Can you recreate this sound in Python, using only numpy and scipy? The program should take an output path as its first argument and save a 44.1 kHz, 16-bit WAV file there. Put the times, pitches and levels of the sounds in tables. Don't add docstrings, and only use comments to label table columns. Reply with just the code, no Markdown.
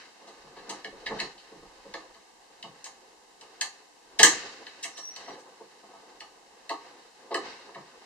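import sys
import numpy as np
from scipy import signal
from scipy.fft import rfft, irfft, next_fast_len
from scipy.io import wavfile

SR = 44100
rng = np.random.default_rng(int(sys.argv[2]) if len(sys.argv) > 2 else 0)


def generate_wav(signal):
    frames = np.transpose(np.atleast_2d(signal))
    scaled = np.clip(frames, -1, 1) * 32767
    pcm = np.round(scaled).astype(np.int16)
    wavfile.write(sys.argv[1], SR, pcm)


N = 355137


def from_db(db):
    return 10 ** (np.asarray(db) / 20)


def unit_rms(x):
    return x / np.sqrt(np.mean(x ** 2) + 1e-20)


def in_time(rows):
    times, *columns = np.transpose(rows)
    return [np.interp(np.arange(N) / SR, times, column) for column in columns]


def at_hz(points, hz):
    point_hz, values = np.transpose(points)
    return np.interp(np.log(np.maximum(hz, 1)), np.log(point_hz), values)


def colour(x, spectrum):
    size = next_fast_len(x.shape[-1])
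    hz = np.arange(size // 2 + 1) * SR / size
    return irfft(rfft(x, size) * from_db(at_hz(spectrum, hz)), size)[..., :x.shape[-1]]


def drift(rate_hz):
    pole = np.exp(-2 * np.pi * rate_hz / SR)
    wander = signal.lfilter([1], [1, -2 * pole, pole * pole], rng.standard_normal(N + SR))
    return unit_rms(wander[SR:])


# (frequency [Hz], correlation [0..1])
LIKENESS = [(60, 0.4), (180, 1), (550, 0.87), (1650, 0.28), (4970, 0.03), (15000, 0.046)]
def stereo_noise(size):
    mid, side = rfft(rng.standard_normal((2, size)))
    alike = np.clip(at_hz(LIKENESS, np.arange(len(mid)) * SR / size), -1, 1)
    left_right = np.sqrt(1 + alike) * mid + np.sqrt(1 - alike) * side * [[1], [-1]]
    return irfft(left_right, size) / np.sqrt(2)


# (frequency [Hz], relative density [dB])
HISS_SPECTRUM = [(35, -52), (60, -41), (212, -13.5), (281, -9), (607, -8.5), (842, -0.5), (1380, -14.5),
                 (1860, -13), (7400, -15.5), (14200, -36), (16000, -57)]
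def hiss():
    return from_db(-59.5) * unit_rms(colour(rng.standard_normal((2, N)), HISS_SPECTRUM))


# (time [s], level [dB])
AIR_LEVELS = [(0.0, -85), (0.38, -87), (0.4, -74), (0.61, -71), (0.81, -83), (0.94, -67), (1.03, -68),
              (1.12, -57), (1.25, -68), (1.46, -83), (1.52, -81), (1.64, -68), (1.68, -68), (1.88, -74),
              (2.04, -71), (2.13, -77), (2.24, -83), (2.73, -82), (2.94, -89), (3.11, -83), (3.27, -82),
              (3.38, -84), (3.92, -92), (4.06, -84), (4.19, -68), (4.26, -71), (4.39, -87), (4.59, -89),
              (5.16, -87), (5.31, -79), (5.45, -96), (6.19, -81), (7.67, -91), (7.73, -83), (7.98, -84),
              (8.05, -80)]
def air_rumble():
    level_db, = in_time(AIR_LEVELS)
    low_band = signal.butter(3, [18, 62], "band", fs=SR, output="sos")
    return from_db(level_db) * unit_rms(signal.sosfilt(low_band, stereo_noise(N)))


# (time [s], dull level [dB], bright level [dB])
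RUSTLE_LEVELS = [(0.0, -59.5, -54), (0.13, -64.5, -65.5), (0.27, -62.5, -63), (0.56, -59.5, -65),
                 (0.74, -50, -56.5), (0.9, -62.5, -64.5), (1.12, -44, -57.5), (1.23, -45, -48),
                 (1.34, -62, -62.5), (1.7, -64.5, -65.5), (1.99, -57.5, -62.5), (2.33, -69.5, -71.5),
                 (2.64, -61, -66.5), (2.78, -62.5, -63.5), (3.25, -65.5, -72.5), (3.65, -63.5, -61),
                 (3.97, -68.5, -71.5), (4.21, -58.5, -64), (4.33, -42.5, -40), (4.37, -50, -44),
                 (4.66, -58, -59.5), (4.91, -61, -59.5), (5.07, -63, -66), (5.2, -59, -55),
                 (5.34, -48.5, -65), (5.67, -65, -67.5), (6.1, -61, -65), (6.41, -65.5, -71),
                 (6.68, -63.5, -66), (6.88, -55, -61), (7.13, -66.5, -67.5), (7.35, -53, -65),
                 (7.46, -44, -49.5), (7.55, -55.5, -54), (7.76, -58, -64), (8.05, -59, -62.5)]
# (frequency [Hz], relative density [dB])
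DULL_SPECTRUM = [(71, -77), (120, -28.5), (271, -13), (547, -5), (597, -9.5), (872, -9), (1600, -16.5),
                 (2080, -33), (3520, -120)]
BRIGHT_SPECTRUM = [(760, -17), (1300, 1), (2670, -0.5), (3550, -8), (3850, -2), (5400, -7.5), (9000, -25.5),
                   (11700, -69), (19800, -120)]
def rustle():
    dull_db, bright_db = in_time(RUSTLE_LEVELS)
    dull = unit_rms(colour(stereo_noise(N), DULL_SPECTRUM))
    dull *= from_db(dull_db + 2.5 + 2.26 * drift(16))
    bright = unit_rms(colour(stereo_noise(N), BRIGHT_SPECTRUM))
    bright *= from_db(bright_db + 5.5 + 1.13 * drift(20.5))
    return dull + bright


# (frequency [Hz], t60 [s])
ROOM_T60 = [(150, 0.28), (400, 0.24), (1000, 0.26), (2800, 0.19), (7000, 0.22), (14000, 0.17)]
ECHO_OVER_DIRECT_DB, STAIRWELL_DB, STAIRWELL_T60_RATIO = 3, -25.5, 4.3
def room(source):
    t = np.arange(SR) / SR
    noise, tail = stereo_noise(SR), 0
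    edges_hz = 60 * 2 ** np.arange(0, 8.6, .5)
    for low, high in zip(edges_hz, np.minimum(edges_hz[1:], .45 * SR)):
        band = signal.sosfilt(signal.butter(2, [low, high], "band", fs=SR, output="sos"), noise)
        t60 = at_hz(ROOM_T60, np.sqrt(low * high))
        walls = from_db(-60 * t / t60) / np.sqrt(t60)
        stairwell = from_db(STAIRWELL_DB - 60 * t / t60 / STAIRWELL_T60_RATIO)
        tail = tail + band * (walls + stairwell)
    tail *= np.clip(t / 0.0028, 0, 1)
    tail = from_db(ECHO_OVER_DIRECT_DB) * tail / np.sqrt(np.sum(tail ** 2) / 2)
    direct = np.stack([source, np.roll(source, 3)])
    return direct + signal.fftconvolve(source[None], tail, axes=1)[:, :N]


# (time [s], pitch [Hz], level [dB])
SQUEAK = [(4.92, 5408, -70), (4.936, 5617, -55), (4.968, 5571, -47), (5.096, 5846, -39), (5.106, 5846, -71),
          (5.146, 5836, -47), (5.214, 5756, -67), (5.298, 5711, -51), (5.33, 5680, -76)]
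def hinge(octave_db=-30):
    hz, level_db = in_time(SQUEAK)
    t = np.arange(N) / SR
    turning = (t > SQUEAK[0][0]) & (t < SQUEAK[-1][0])
    phase = 2 * np.pi * np.cumsum(hz * (1 + 0.0078 * drift(56))) / SR
    tone = np.sin(phase) + from_db(octave_db) * np.sin(2 * phase)
    return turning * from_db(level_db + 2.5 * drift(40)) * tone


def rattle(times, levels_db, rises, size=4000):
    force = np.full(N, 1e-18)
    shape = (len(times), size)
    grains = rng.standard_normal(shape) * from_db(3.1 * rng.exponential(1, shape))
    for time, level_db, rise, impacts in zip(times, levels_db, rises, grains):
        age = np.arange(size) / SR / np.clip(rise, .0004, .02)
        burst = impacts * age * np.exp(-age)
        burst *= from_db(level_db) / np.sqrt(np.sum(burst ** 2))
        start = round(time * SR)
        force[start:start + size] += burst[:N - start]
    return force


def ring(force, modes):
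    body = 0
    for k, (hz, level_db, t60) in enumerate(modes):
        pole, angle = from_db(-60 / (t60 * SR)), 2 * np.pi * hz / SR
        mode = signal.lfilter([0, np.sin(angle)], [1, -2 * pole * np.cos(angle), pole * pole], force)
        body = body + (-1) ** k * from_db(level_db) * mode
    low_cut = signal.butter(4, 0.77 * modes[0][0], "high", fs=SR, output="sos")
    return signal.sosfilt(low_cut, body)


# (time [s], case level [dB], leaf level [dB], frame level [dB], rattle rise [s])
KNOCKS = [(0.207, -51, -53, -73, 0.007), (0.268, -42.5, -49, -67.5, 0.0074), (0.439, -55, -57, -59, 0.0043),
          (0.559, -41, -42, -65, 0.0082), (0.68, -36, -41, -57, 0.0081), (0.697, -32, -44, -61, 0.007),
          (0.842, -40, -43, -61, 0.007), (0.919, -54, -40, -62, 0.0053), (1.056, -38, -45, -54, 0.007),
          (1.102, -28, -37, -43, 0.0059), (1.201, -34, -43, -50.5, 0.007), (1.511, -47.5, -47, -54, 0.0058),
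          (1.549, -49, -51, -55, 0.0087), (1.619, -49, -48, -56, 0.0048), (1.844, -46, -46.5, -57, 0.007),
          (1.935, -33.5, -39, -61, 0.0052), (2.144, -47.5, -63, -78, 0.007),
          (2.635, -38.5, -50, -45, 0.0088), (2.853, -40.5, -58, -70, 0.0049),
          (3.413, -45.5, -57, -77, 0.0063), (3.613, -33.5, -58, -73, 0.0059),
          (4.191, -18, -29.5, -37, 0.0074), (4.23, -15, -25, -48.5, 0.0062), (4.844, -37, -56, -73, 0.0051),
          (4.975, -39.5, -53, -74, 0.0057), (5.161, -40, -61, -71, 0.0061),
          (5.199, -43, -60, -76.5, 0.0079), (5.274, -37, -44.5, -55, 0.007),
          (5.598, -43.5, -46, -68, 0.0056), (5.829, -46, -55, -66, 0.0056),
          (5.928, -41.5, -59, -70, 0.0085), (6.016, -48, -55, -76, 0.0085), (6.207, -40, -59, -74, 0.0049),
          (6.695, -24.5, -40, -73, 0.0074), (6.703, -29, -46, -71, 0.0051),
          (7.303, -27, -31.5, -64, 0.0082), (7.343, -24, -30.5, -59, 0.0055),
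          (7.752, -36, -44, -55, 0.0048)]
# (frequency [Hz], level [dB], t60 [s])
CASE_MODES = [(684, 1.5, 0.057), (795, -1.5, 0.043), (864, -2.5, 0.049), (940, 1, 0.052),
              (1060, -1.5, 0.045), (1126, -3.5, 0.048), (1248, -2.5, 0.033)]
LEAF_MODES = [(306, -2.5, .1), (358, -3.5, 0.1), (411, 0.5, 0.13), (471, 1.5, 0.094), (544, -1, 0.11)]
FRAME_MODES = [(135, -5.5, .15), (163, -1.5, 0.15), (200.4, 3, 0.21)]
def door():
    times, case_db, leaf_db, frame_db, rises = np.transpose(KNOCKS)
    case = ring(rattle(times, case_db, rises), CASE_MODES)
    leaf = ring(rattle(times, leaf_db, rises), LEAF_MODES)
    frame = ring(rattle(times, frame_db, rises), FRAME_MODES)
    return from_db(-3.5) * case + from_db(-1) * leaf + from_db(-0.5) * frame


# (time [s], plate level [dB], bolt level [dB], tick level [dB], rattle rise [s])
CLICKS = [(0.844, -31.5, -36, -51, 0.0009), (1.1993, -26, -28.5, -39, 0.00098),
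          (1.938, -32.5, -35, -50, 0.0012), (2.6255, -39.5, -39, -53, 0.0012),
          (2.842, -44, -44, -39, 0.0012), (3.41, -48, -46, -50, 0.0012), (3.6095, -23, -24, -26, 0.0016),
          (4.23, -6, -9, -5, 0.0012), (4.666, -43, -40, -59, 0.0012), (4.8414, -31.5, -34, -38, 0.00075),
          (5.1603, -41.5, -38, -46, 0.0017), (6.203, -42, -38, -51, 0.0014),
          (6.6925, -31.5, -34, -40, 0.0012), (7.342, -26, -28, -35, 0.0015)]
SLIPS = [(0.27, -53, -50, -55, 0.0082), (0.56, -44, -48, -62, .012), (0.692, -35.5, -35, -35, 0.0044),
         (1.0, -61, -58, -65, 0.0046), (1.058, -26, -31.5, -49, 0.0057), (1.102, -39, -53, -60, .006),
         (1.184, -30, -37, -48, 0.0083), (1.375, -57, -48, -63, 0.0062), (2.14, -51, -54, -62, 0.0044),
         (2.852, -42, -43, -43, 0.004), (4.188, -12, -15, -20, 0.0062), (4.236, -13, -17, -20, 0.0086),
         (4.826, -36, -35, -30, 0.0074), (4.967, -42, -40, -42, 0.0064), (5.19, -46, -53, -57, .012),
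         (5.23, -44, -49, -60, .012), (5.274, -41, -47, -58, .012), (5.32, -45, -49, -60, 0.0095),
         (5.385, -67, -65, -54, .008), (6.698, -39, -39, -51, 0.0043), (7.306, -37, -44, -62, 0.0097),
         (7.743, -38, -50.5, -62, 0.0047)]
# (frequency [Hz], level [dB], t60 [s])
PLATE_MODES = [(1674, -1, 0.033), (1801, 1, 0.045), (1970, 0.5, 0.039), (2080, -4.5, 0.057),
               (2227, 0, 0.025)]
BOLT_MODES = [(2670, 1, 0.016), (2970, -1, 0.029), (3274, -1, 0.021), (3800, 1, 0.022), (4150, 1.5, 0.024),
              (4500, -2, .02), (4990, 1, 0.0093)]
# (frequency [Hz], gain [dB])
TICK_SPECTRUM = [(4000, -35), (5200, 6), (7700, 8.5), (9500, -7), (12500, -22), (16000, -21)]
def latch(contacts):
    times, plate_db, bolt_db, tick_db, rises = np.transpose(contacts)
    plate = ring(rattle(times, plate_db, rises), PLATE_MODES)
    bolt = ring(rattle(times, bolt_db, rises), BOLT_MODES)
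    tick = colour(rattle(times, tick_db, rises), TICK_SPECTRUM)
    return from_db(-3) * plate + from_db(0.5) * bolt + from_db(23.5) * tick


def scene():
    noise_floor = hiss()
    clicks_and_squeak = room(latch(CLICKS) + hinge())
    slips_and_knocks = room(latch(SLIPS) + door())
    return noise_floor + rustle() + air_rumble() + from_db(-1.5) * (clicks_and_squeak + slips_and_knocks)


# (frequency [Hz], width [Hz], gain [dB])
NOOK_BANDS = [(595, 97, -13), (1372, 230, -17), (2373, 304, -39), (3380, 200, -12), (10350, 2000, 1)]
CUTOFF_HZ = 15900
def record(dry):
    for hz, width_hz, gain_db in NOOK_BANDS:
        width, gain = np.tan(np.pi * width_hz / SR), from_db(gain_db)
        centre = -2 * np.cos(2 * np.pi * hz / SR)
        dry = signal.lfilter([1 + gain * width, centre, 1 - gain * width], [1 + width, centre, 1 - width], dry)
    rounded = 0.97 * np.tanh(dry / 0.84)
    return signal.sosfilt(signal.cheby2(12, 70, CUTOFF_HZ, fs=SR, output="sos"), rounded)


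dry = scene()
out = record(dry)
generate_wav(out)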